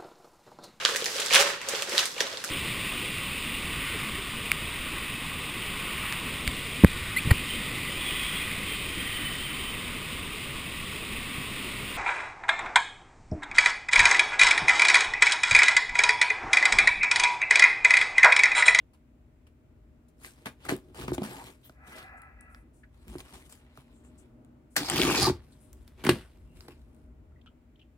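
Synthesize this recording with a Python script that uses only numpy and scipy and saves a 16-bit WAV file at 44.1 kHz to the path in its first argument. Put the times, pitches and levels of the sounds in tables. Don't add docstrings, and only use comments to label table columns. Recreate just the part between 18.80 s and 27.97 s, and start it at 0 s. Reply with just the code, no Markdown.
import sys
import numpy as np
from scipy import signal
from scipy.fft import rfft, irfft, next_fast_len
from scipy.io import wavfile
from scipy.ndimage import uniform_filter1d, map_coordinates

SR = 44100
rng = np.random.default_rng(int(sys.argv[2]) if len(sys.argv) > 2 else 0)


def waveform_to_disk(signal):
    frames = np.transpose(np.atleast_2d(signal))
    scaled = np.clip(frames, -1, 1) * 32767
    samples = np.round(scaled).astype(np.int16)
    wavfile.write(sys.argv[1], SR, samples)


def decibels_to_gain(level_db):
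    exponent = np.asarray(level_db, float) / 20
    return 10 ** exponent


N = 404397
TIME = np.arange(N) / SR
SIZE = next_fast_len(N + 4096)
HZ = np.fft.rfftfreq(SIZE, 1 / SR)


def evened(x):
    return x / np.sqrt(np.mean(x ** 2) + 1e-20)


def read(points, hz):
    f, value = np.transpose(points)
    return np.interp(np.log(hz + 1), np.log(f + 1), value)


def level(s, db):
    fade = np.clip((s[-1] - TIME) / .004, 0, 1) * (TIME >= s[0])
    return decibels_to_gain(np.interp(TIME, s, db)) * fade


def swells(rows, rise, fall):
    out = np.zeros((len(rows[0]) - 2, N))
    rises, falls = rise * np.ones(len(rows)), fall * np.ones(len(rows))
    for (start, hold, *db), up, down in zip(rows, rises, falls):
        end = start + abs(hold)
        a, b = (int(np.clip(s * SR, 0, N)) for s in (start - 50 / up, end + 50 / down))
        t = TIME[a:b]
        below = np.maximum(up * (start - t), down * (t - end))
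        shape = decibels_to_gain(-np.maximum(below, 0))
        gains = decibels_to_gain(db[0] + np.array([0, *db[1:]]))
        out[:, a:b] += np.outer(gains, shape)
    return out


def add(mix, s, sound):
    part = mix[:, round(s * SR):][:, :sound.shape[1]]
    part += sound[:, :part.shape[1]]


def resonate(x, hz, width):
    r = np.exp(-np.pi * width / SR)
    return 2 * signal.lfilter([1 - r], [1, -r * np.exp(2j * np.pi * hz / SR)], x).real


def band_of(x, hz, width):
    return evened(resonate(resonate(x, hz, width), hz, width))


def rings(x, modes):
    power = sum(decibels_to_gain(2 * db) * 2 * np.pi * width / SR for hz, width, db in modes)
    total = sum((-1) ** k * decibels_to_gain(db) * resonate(x, hz, width) for k, (hz, width, db) in enumerate(modes))
    return total / np.sqrt(power)


def colour(x, spectrum):
    return irfft(rfft(x, SIZE) * evened(decibels_to_gain(read(spectrum, HZ))), SIZE)[..., :N]


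def pair(x, same):
    a, b = rfft(x, SIZE)
    c = np.clip(read(same, HZ), -1, 1)
    return irfft(np.array([a, c * a + np.sqrt(1 - c ** 2) * b]), SIZE)[:, :N]


def grit(per_s, spread_db, smooth):
    strength = decibels_to_gain(spread_db * np.minimum(rng.exponential(1, N), 5))
    slips = strength * (rng.random(N) < per_s / SR)
    return evened(smooth + evened(signal.lfilter([1], [1, -.97], slips)))


def patchy(patch_db):
    frames = N // 128 + 4
    a, b, c, d, patch = rng.standard_normal((frames, 129, 5)).T
    patch = uniform_filter1d(patch, size=4, axis=0)
    patch = evened(uniform_filter1d(patch, size=12, axis=1))
    z = np.array([a + 1j * b, c + 1j * d]) * decibels_to_gain(patch_db * patch)
    return evened(signal.istft(z, nperseg=256, noverlap=128)[1][:, :N])


# f/Hz, level/dB per Hz
ROOM_TONE = [(50, -40.5), (85, -33.5), (123, -5), (173, -24), (239, -9), (372, -20.5), (609, -27),
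             (1500, -35.5), (1950, -71.5), (3300, -120)]
# f/Hz, level/dB per Hz
AMPLIFIER_HISS = [(880, -26), (1500, -1), (2000, 0), (2600, -3), (3200, -8), (5000, -14), (10000, -16),
                  (16000, -20)]
# f/Hz, width/Hz, level/dB
MOTOR_HUM = [(129.9, 36, -70.5), (242, 10, -69.5), (291, 100, -70.5), (614, 21, -76.5)]
# f/Hz, level/dB
WHINE = [(7381, -98), (14729, -95)]
# start t/s, hold t/s, level/dB
SHAKES = [
    (1.89, 0.0087, -56),
    (2.31, .02, -45),
    (4.28, 0.09, -52.5),
    (6.2, .3, -43),
    (6.97, 0.024, -56),
    (7.25, 0.1, -46.5),
    (7.65, 0.108, -50.5),
    (8.0, 0.55, -59),
]
# f/Hz, likeness
AIR_SAME = [(60, .975), (290, .9), (640, .3), (1400, .01), (15000, .01)]


def air():
    tone = decibels_to_gain(-57 - 6.0) * colour(rng.standard_normal((2, N)), ROOM_TONE)
    hiss = decibels_to_gain(-79) * colour(rng.standard_normal((2, N)), AMPLIFIER_HISS)
    noise = rng.standard_normal((2, N))
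    hum = sum(decibels_to_gain(db) * band_of(noise, hz, width) for hz, width, db in MOTOR_HUM)
    lines = sum(decibels_to_gain(db) * np.sin(2 * np.pi * hz * TIME) for hz, db in WHINE)
    rumble = band_of(noise, 54.0, 48.)
    drift = evened(np.interp(TIME, np.arange(40) / 4, rng.standard_normal(40)))
    wander_db = 1.5 * drift
    shake = decibels_to_gain(-58.5 + wander_db) + swells(SHAKES, rise=141.5, fall=139.5)
    steady = decibels_to_gain(wander_db[::-1]) * (tone + hum)
    return pair(steady + shake * rumble, AIR_SAME) + hiss + lines


# t/s, level/dB, centre f/Hz, width/Hz, length t/s
BRUSHES = [(0, -56, 3000, 880, 0.0026), (7.653, -80.5, 2750, 251, 0.21), (1.473, -59, 1620, 199, 0.018),
           (2.831, -66.5, 3230, 1200, 0.052), (2.843, -60, 13500, 2500, 0.036),
           (2.498, -52.5, 836, 300, 0.19), (3.369, -74, 8350, 3000, 0.029),
           (3.608, -55.5, 8950, 3000, 0.0043), (3.692, -77, 9700, 4000, 0.13),
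           (3.931, -76.5, 8500, 4170, 0.092), (4.033, -56.5, 1710, 510, 0.015),
           (5.128, -77.5, 7800, 1980, 0.091), (5.236, -72.5, 7850, 2300, 0.058),
           (5.376, -67.5, 8150, 3360, 0.045), (6.721, -70.5, 4000, 1180, 0.021),
           (6.715, -72, 8450, 3000, 0.03), (6.799, -70.5, 9500, 3000, 0.082),
           (5.903, -73.5, 8970, 4000, 0.079), (8.557, -70, 1956, 120, 0.02), (8.59, -75, 1956, 120, .015),
           (8.517, -72, 1320, 150, .01), (8.613, -68, 3260, 900, 0.008), (8.957, -71, 3100, 700, .008),
           (8.668, -65, 1320, 120, 0.02), (8.66, -62.5, 3000, 700, 0.025), (8.993, -64.5, 3000, 700, 0.014),
           (9.011, -65, 2900, 600, .02), (2.425, -40, 213, 45, .05), (4.272, -48, 195, 60, .06),
           (7.3, -41, 200, 60, .06), (7.26, -40, 100, 50, .07)]
# t/s, level/dB, centre f/Hz, width/Hz, length t/s
ROCKS = [(3.24, -61, 765, 45, .05), (3.31, -58, 755, 35, .08), (3.42, -65, 770, 40, .1),
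         (3.14, -61, 640, 90, .05), (3.08, -66, 1030, 50, .08), (3.27, -63, 1680, 70, .07),
         (3.35, -63, 1590, 60, .05), (3.57, -64.5, 1960, 45, .14), (3.6, -67, 1700, 80, .05),
         (3.67, -65, 1330, 60, .1), (3.1, -65, 2000, 60, .1), (3.58, -72, 2650, 80, .12)]
# t/s, level/dB, centre f/Hz, width/Hz, length t/s
CATCHES = [(6.005, -41, 300, 120, .03), (6.13, -37, 290, 90, .025), (6.222, -30, 300, 120, .015),
           (6.236, -28, 260, 90, .02), (6.266, -26, 345, 50, .028), (6.305, -29, 320, 120, .018),
           (6.372, -28, 370, 60, .03), (6.395, -30, 330, 80, .015), (6.4, -32, 125, 40, .05),
           (6.465, -31, 130, 40, .032), (6.47, -27, 360, 60, .02), (6.508, -35, 65, 60, .018),
           (6.245, -38, 1180, 80, .03), (6.34, -35, 1000, 500, .015), (6.412, -34, 800, 90, .03),
           (6.425, -36, 1180, 80, .045), (6.462, -29, 900, 150, .02), (6.345, -34, 2430, 250, .015),
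           (6.365, -38, 2420, 150, .03), (6.365, -37, 4900, 500, .025), (6.405, -34, 4800, 1300, .04),
           (6.445, -34, 4850, 700, .03), (6.27, -38, 2450, 400, .06)]


def brushes():
    out, rows = np.zeros((2, N)), BRUSHES + CATCHES + ROCKS
    noises = rng.standard_normal((len(rows), 2, 6000))
    for (s, db, hz, width, length), noise in zip(rows, noises):
        u = np.arange(6000) / SR / length
        swell = 3.28 * np.sqrt(u) * np.exp(-(1.31 * u) ** 2)
        add(out, s, decibels_to_gain(db) * band_of(noise, hz, width) * swell)
    return out


# start t/s, hold t/s, paper level/dB, box
# share/dB, fizz share/dB
SLIDES = [(1.44, 0.025, -54, 2.5, 1), (1.58, 0.084, -69, 6, -6.5), (1.76, 0.022, -89, -3, -4),
          (1.855, 0.0083, -48, 6.5, -9), (2.192, 0.045, -46, 9, -9), (2.04, 0.059, -75, 22, -8),
          (2.43, 0.053, -47.5, 4.5, -8), (2.5, 0.18, -52.5, 6.5, -4.5), (2.855, 0.012, -67, -7, 2),
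          (3.08, 0.094, -58, 6, -4.5), (3.18, 0.017, -51.5, -0.5, -9.5), (4.15, 0.09, -72, 0, -7),
          (4.288, 0.07, -61, 11, -3), (4.45, 0.075, -60.5, 0, -5), (4.55, 0.055, -61, 1.5, -2),
          (4.728, 0.008, -62, -9, 1), (4.8, 0.14, -70.5, -13, -18), (4.965, 0.04, -65, -6, -6),
          (5.08, 0.37, -73.5, 11, -11),
          (6.638, 0.39, -76.5, 14.5, -0.5),
    (7.081, 0.011, -70.5, 4, -4.5),
    (7.193, 0.043, -59, 9.5, -14),
    (7.548, 0.29, -83, 13.5, 0),
    (7.768, 0.083, -67, 8.5, -3),
    (7.997, 0.24, -82, 2, -1.5),
]
# t/s, fall/dB per s, paper level/dB, box share/dB, fizz share/dB
SLIPS = [(0.135, 500, -66, 7, -3), (0.669, 800, -62, 1, -8.5), (1.284, 721, -80, .3, 12),
         (7.239, 299.5, -36, 0.5, -9), (1.658, 522, -36, -3, -9), (1.889, 380, -30.5, -28, -9),
         (1.913, 434, -55.5, 31.5, -3), (2.28, 617, -40.5, 15, -14), (2.382, 1500, -41, 23, -41),
         (5.964, 597, -31.5, -2, 1.5), (6.521, 158.5, -54, 6, -19), (7.266, 1199, -24, 4.5, -14.5),
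         (7.292, 1099.5, -15.5, -11, -12), (7.312, 127, -44.5, 5.5, -9), (7.882, 1200, -50, -7, -11),
         (7.907, 199, -62.5, 13, -10)]
# start t/s, hold t/s, paper level/dB, box share/dB, fizz share/dB
SCRAPES = [
    (2.147, .035, -56, 4, -4),
    (2.334, .016, -44, -3, -1),
    (2.433, .03, -52, 0, -2),
    (4.384, .026, -57, 0, 0),
    (4.695, .025, -67, -9, 8),
    (4.538, .015, -59, 4, -3),
    (4.652, .02, -66, 0, 0),
]
# f/Hz, level/dB per Hz
PAPER = [(290, -35), (500, -7.5), (643, -8), (826, -5), (1280, -8), (3010, -10), (4110, -15), (5500, -30.5),
         (7150, -59.5), (12100, -120)]
# f/Hz, level/dB per Hz
FIZZ = [(2940, -29.5), (5000, -12.5), (6290, -12.5), (9150, -8.5), (11000, -11.5), (14900, -17),
        (16200, -24), (16500, -68)]
# f/Hz, width/Hz, level/dB
BOX = [(129.4, 23, 2), (218, 29, -0.5), (269.5, 20, 2), (355, 43, 5), (398, 150, -5)]


def hands(fibres):
    rub = grit(per_s=230.0, spread_db=2.5, smooth=2.0) * fibres
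    slides = swells(SLIDES, rise=495.5, fall=224)
    slip_falls = [row[1] for row in SLIPS]
    slips = swells([(s, 0, *db) for s, fall, *db in SLIPS], rise=8995.5, fall=slip_falls * np.ones(len(SLIPS)))
    scrapes = swells(SCRAPES, rise=6000., fall=1700.)
    paper, body, fizz = (slides + slips + scrapes)[:, None] * rub
    return rings(body, BOX) + colour(paper, PAPER) + colour(fizz, FIZZ)


# t/s, peak level/dB, ring f/Hz, treble level/dB
SNAPS = [(1.447, -30, 1940, -17), (1.659, -25.5, 1440, -22), (1.853, -31, 1280, 0), (1.891, -26, 1270, -2),
         (1.929, -33, 8000, 2), (1.965, -33, 9500, -1), (2.147, -45, 1260, 0), (2.191, -36, 1000, -8),
         (2.196, -40, 8000, 3), (2.205, -42, 11000, 3), (2.2185, -32, 6000, 0), (2.221, -36, 1370, -20),
         (2.282, -26, 1260, -14), (2.316, -36, 10000, -8), (2.38, -34, 800, -19), (2.42, -28.5, 704, -20),
         (2.896, -43.5, 1260, -16), (3.076, -41, 7900, -6), (3.419, -41.5, 9300, -6),
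         (3.747, -36.5, 1540, -7),
         (4.281, -43, 2180, 7), (4.292, -48, 7500, -6), (4.3, -46, 9000, 0), (4.308, -50, 9500, 0),
         (4.499, -48, 3000, -8), (4.729, -42, 7650, -8), (4.384, -36, 4240, -4), (4.404, -30, 3120, -4),
         (4.54, -45, 1050, -7), (4.725, -34, 7500, -26), (4.974, -40.5, 1150, 2), (5.648, -52, 9050, -3),
         (5.958, -33, 1680, 0), (5.965, -11, 1670, 0), (5.978, -23, 1730, 0), (6.099, -9.5, 7800, -10),
         (6.1, -24.5, 1630, -10.5), (6.118, -22, 1710, -4), (6.086, -26, 1650, -2), (6.177, -20, 5200, -8),
         (6.311, -18, 1000, -12), (6.48, -16, 900, -20), (6.496, -22, 1100, -8), (6.2165, -7, 3330, -14),
         (6.224, -16.5, 2202, -7), (6.233, -12.5, 2300, -5), (6.35, -18, 2430, -12),
         (6.93, -46.5, 8370, 9.5), (7.078, -43.5, 4090, 4.5), (7.25, -24, 2080, 5),
       (7.267, -16.5, 1000, -13.5), (7.292, -11.5, 1170, -22), (7.807, -36, 4550, -4),
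       (7.883, -38, 3900, -1), (7.912, -52, 1263, 0), (8.018, -67, 9000, 1), (8.147, -59, 9000, 7),
       (8.661, -49, 1500, -20), (8.993, -59.5, 3230, -5)]


def snaps():
    out, t = np.zeros((2, N)), np.arange(1500) / SR
    high = signal.butter(3, 5500, "high", fs=SR, output="sos")
    mid = signal.butter(2, [700., 5000.], "band", fs=SR, output="sos")
    rows = SNAPS
    spray = decibels_to_gain(-60 * t / .012)
    noises = rng.standard_normal((len(rows), 2, len(t)))
    for (s, db, hz, treble_db), noise in zip(rows, noises):
        burst = 4 * signal.unit_impulse(len(t), 8) + noise * spray
        ring = resonate(resonate(burst, hz, 0.5 * hz), hz, 0.5 * hz)
        crack = ring / abs(ring).max() + 0.56 * signal.sosfilt(mid, burst)
        treble = signal.sosfilt(high, burst)
        add(out, s, decibels_to_gain(db) * (crack / abs(crack).max() + decibels_to_gain(treble_db) * treble / abs(treble).max()))
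    return out


# t/s, peak level/dB, pitch f/Hz
THUDS = [(1.66, -36, 218), (1.892, -26.5, 291), (1.921, -16.5, 277), (2.28, -26.5, 264), (2.318, -21, 355),
         (2.403, -35, 230), (2.38, -24, 264), (2.416, -24.5, 210), (2.894, -46.5, 633), (4.269, -45, 182),
         (4.353, -30.5, 353), (4.531, -48.5, 190), (4.973, -49, 640), (4.98, -45, 137), (5.963, -37.5, 369),
         (6.497, -18.5, 355), (7.239, -30, 264), (7.253, -22, 268.5), (7.269, -17, 242), (7.29, -9.5, 358),
         (7.31, -25, 135), (7.883, -39, 440)]


def thuds():
    out, t = np.zeros((2, N)), np.arange(8000) / SR
    push = np.pad(signal.windows.hann(40), (0, len(t) - 40))
    whole = rings(push, BOX)
    for s, db, hz in THUDS:
        turns = hz * t + 0.69 * (1 - np.exp(-t / 0.00028))
        panel = np.sin(2 * np.pi * turns) * decibels_to_gain(-60 * hz * t / 14)
        onset = np.minimum(0.48 * hz * t / 0.11, 1)
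        sound = panel * onset + 0.54 * whole / abs(whole).max()
        add(out, s + 0.0012, decibels_to_gain(db) * np.tile(sound / abs(sound).max(), (2, 1)))
    return out


# start t/s, hold t/s, level/dB
DRAG = [
    (3.04, 0.1, -51),
    (3.18, 0.18, -48),
    (3.4, 0.1, -53),
    (3.62, .14, -55.5),
]
# f/Hz, width/Hz, level/dB
TOOL = [(755, 40, -6), (1320, 65, 0), (1670, 75, -4.5), (1990, 45, 0), (2440, 100, -5), (2650, 66, 0)]


def tool():
    slide = swells(DRAG, rise=170, fall=170) * rng.standard_normal((2, N))
    desk = signal.cheby2(4, 30, [330., 3150.], "band", fs=SR, output="sos")
    return signal.sosfilt(desk, rings(slide, TOOL) + decibels_to_gain(-1.0) * slide)


# t/s, pressure level/dB, speed level/dB, tape ring f/Hz
CUT = [
    (5.966, -31.5, -31.5, 3700),
    (6.0, -34, -43, 3100),
    (6.064, -37, -41, 3520),
    (6.108, -25, -38, 2900),
    (6.212, -25, -33.5, 3320),
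    (6.308, -22, -34, 2440),
    (6.436, -24, -29.5, 4550),
    (6.498, -23, -38, 3900),
    (6.516, -40, -56, 3300),
]
# f/Hz, width/Hz, level/dB
CUT_BOX = [(129.4, 35, -3), (225, 45, -1), (280, 50, -2), (355, 50, 4), (398, 150, -5)]
# f/Hz, level/dB per Hz
BOARD = [(290, -40.5), (500, -14.5), (565, -6), (795, 4), (1090, -3), (1160, 0.5), (1900, -6), (2470, -41),
         (4180, -120)]
# f/Hz, level/dB per Hz
TEAR = [(1000, -39), (1700, -14.5), (2390, 0.5), (2850, -7.5), (4790, -3), (5500, -6), (7150, -14.5),
        (12100, -120)]


def blade(fibres):
    board = grit(per_s=300., spread_db=3, smooth=.9) * fibres
    tape = grit(per_s=600, spread_db=3.2, smooth=1.1) * fibres
    s, pressure, speed, ring_hz = np.transpose(CUT)
    tear = level(s, speed) * tape
    turn = np.exp(2j * np.pi * np.cumsum(np.interp(TIME, s, ring_hz)) / SR)
    ring = 2 * (turn * signal.lfilter([.06], [1, -.94], tear / turn)).real
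    press_share = 0.27
    rip = level(s, -5.5 + press_share * pressure + (1 - press_share) * speed) * board
    body = level(s, pressure) * board
    fizz = level(s, 2.5 + 1.294 * speed) * tape
    low = rings(body, CUT_BOX) + colour(rip, BOARD)
    return low + 0.79 * colour(tear, TEAR) + 2.2 * ring + colour(fizz, FIZZ)


# f/Hz, t/s
ROOM = [(100, 0.22), (500, 0.19), (2000, 0.16), (8000, 0.18), (16000, 0.18)]
# f/Hz, likeness
NEAR_SAME = [(400, .965), (750, .82), (1300, .72), (2000, .65), (3000, .55), (5000, .4), (8000, .1)]


def room(x):
    taps = np.zeros((2, SR // 2))
    slots = np.arange(200, SR // 2 - 20, 20)[None]
    at = slots + rng.integers(0, 20, (2, (SR // 2 - 201) // 20))
    np.put_along_axis(taps, at, rng.choice([-1., 1.], at.shape), 1)
    hz, t, z = signal.stft(taps, SR, nperseg=256)
    decay = decibels_to_gain(-60 * t / read(ROOM, hz)[:, None])
    tail = signal.istft(z * decay, SR, nperseg=256)[1]
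    echoes = signal.fftconvolve(x, tail / np.linalg.norm(tail[0]), axes=1)[:, :N]
    return pair(echoes, NEAR_SAME)


# t/s, lead/samples
LEAD = [(0, 10.5), (6.0, 6), (6.2, 3), (6.35, 4.3), (6.5, -4), (7.2, 0.5), (8.0, -5.5), (9.2, -1)]
# f/Hz, level/dB
PORTS = [(100, .2), (300, 1), (1000, 1.5), (2500, 1), (4500, -2.5), (6000, 1), (8000, 7.5), (12000, 6)]


def scene():
    fibres = patchy(patch_db=2.5)
    sounds = brushes() + hands(fibres) + snaps() + thuds() + tool() + blade(fibres)
    near = pair(sounds, NEAR_SAME)
    lead = np.interp(TIME, *np.transpose(LEAD)) / 2
    near = [map_coordinates(x, [np.arange(N) + side * lead], order=3) for x, side in zip(near, (1, -1))]
    tilt = decibels_to_gain(np.outer([.5, -.5], read(PORTS, HZ)))
    heard = irfft(rfft(near + decibels_to_gain(-11.5) * room(sounds), SIZE) * tilt, SIZE)[:, :N]
    air_balance = decibels_to_gain(np.array([[.5], [-.5]]) * 1.5)
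    return heard + air() * air_balance


def roll_off(x):
    return signal.sosfilt(signal.butter(12, 16820, fs=SR, output="sos"), x)


def record(dry):
    bass_cut = signal.butter(4, 43., "high", fs=SR, output="sos")
    top_cut = signal.ellip(8, .5, 40, 15900, fs=SR, output="sos")
    return roll_off(signal.sosfilt(np.vstack([bass_cut, top_cut]), dry))


dry = scene()
out = record(dry)
waveform_to_disk(out)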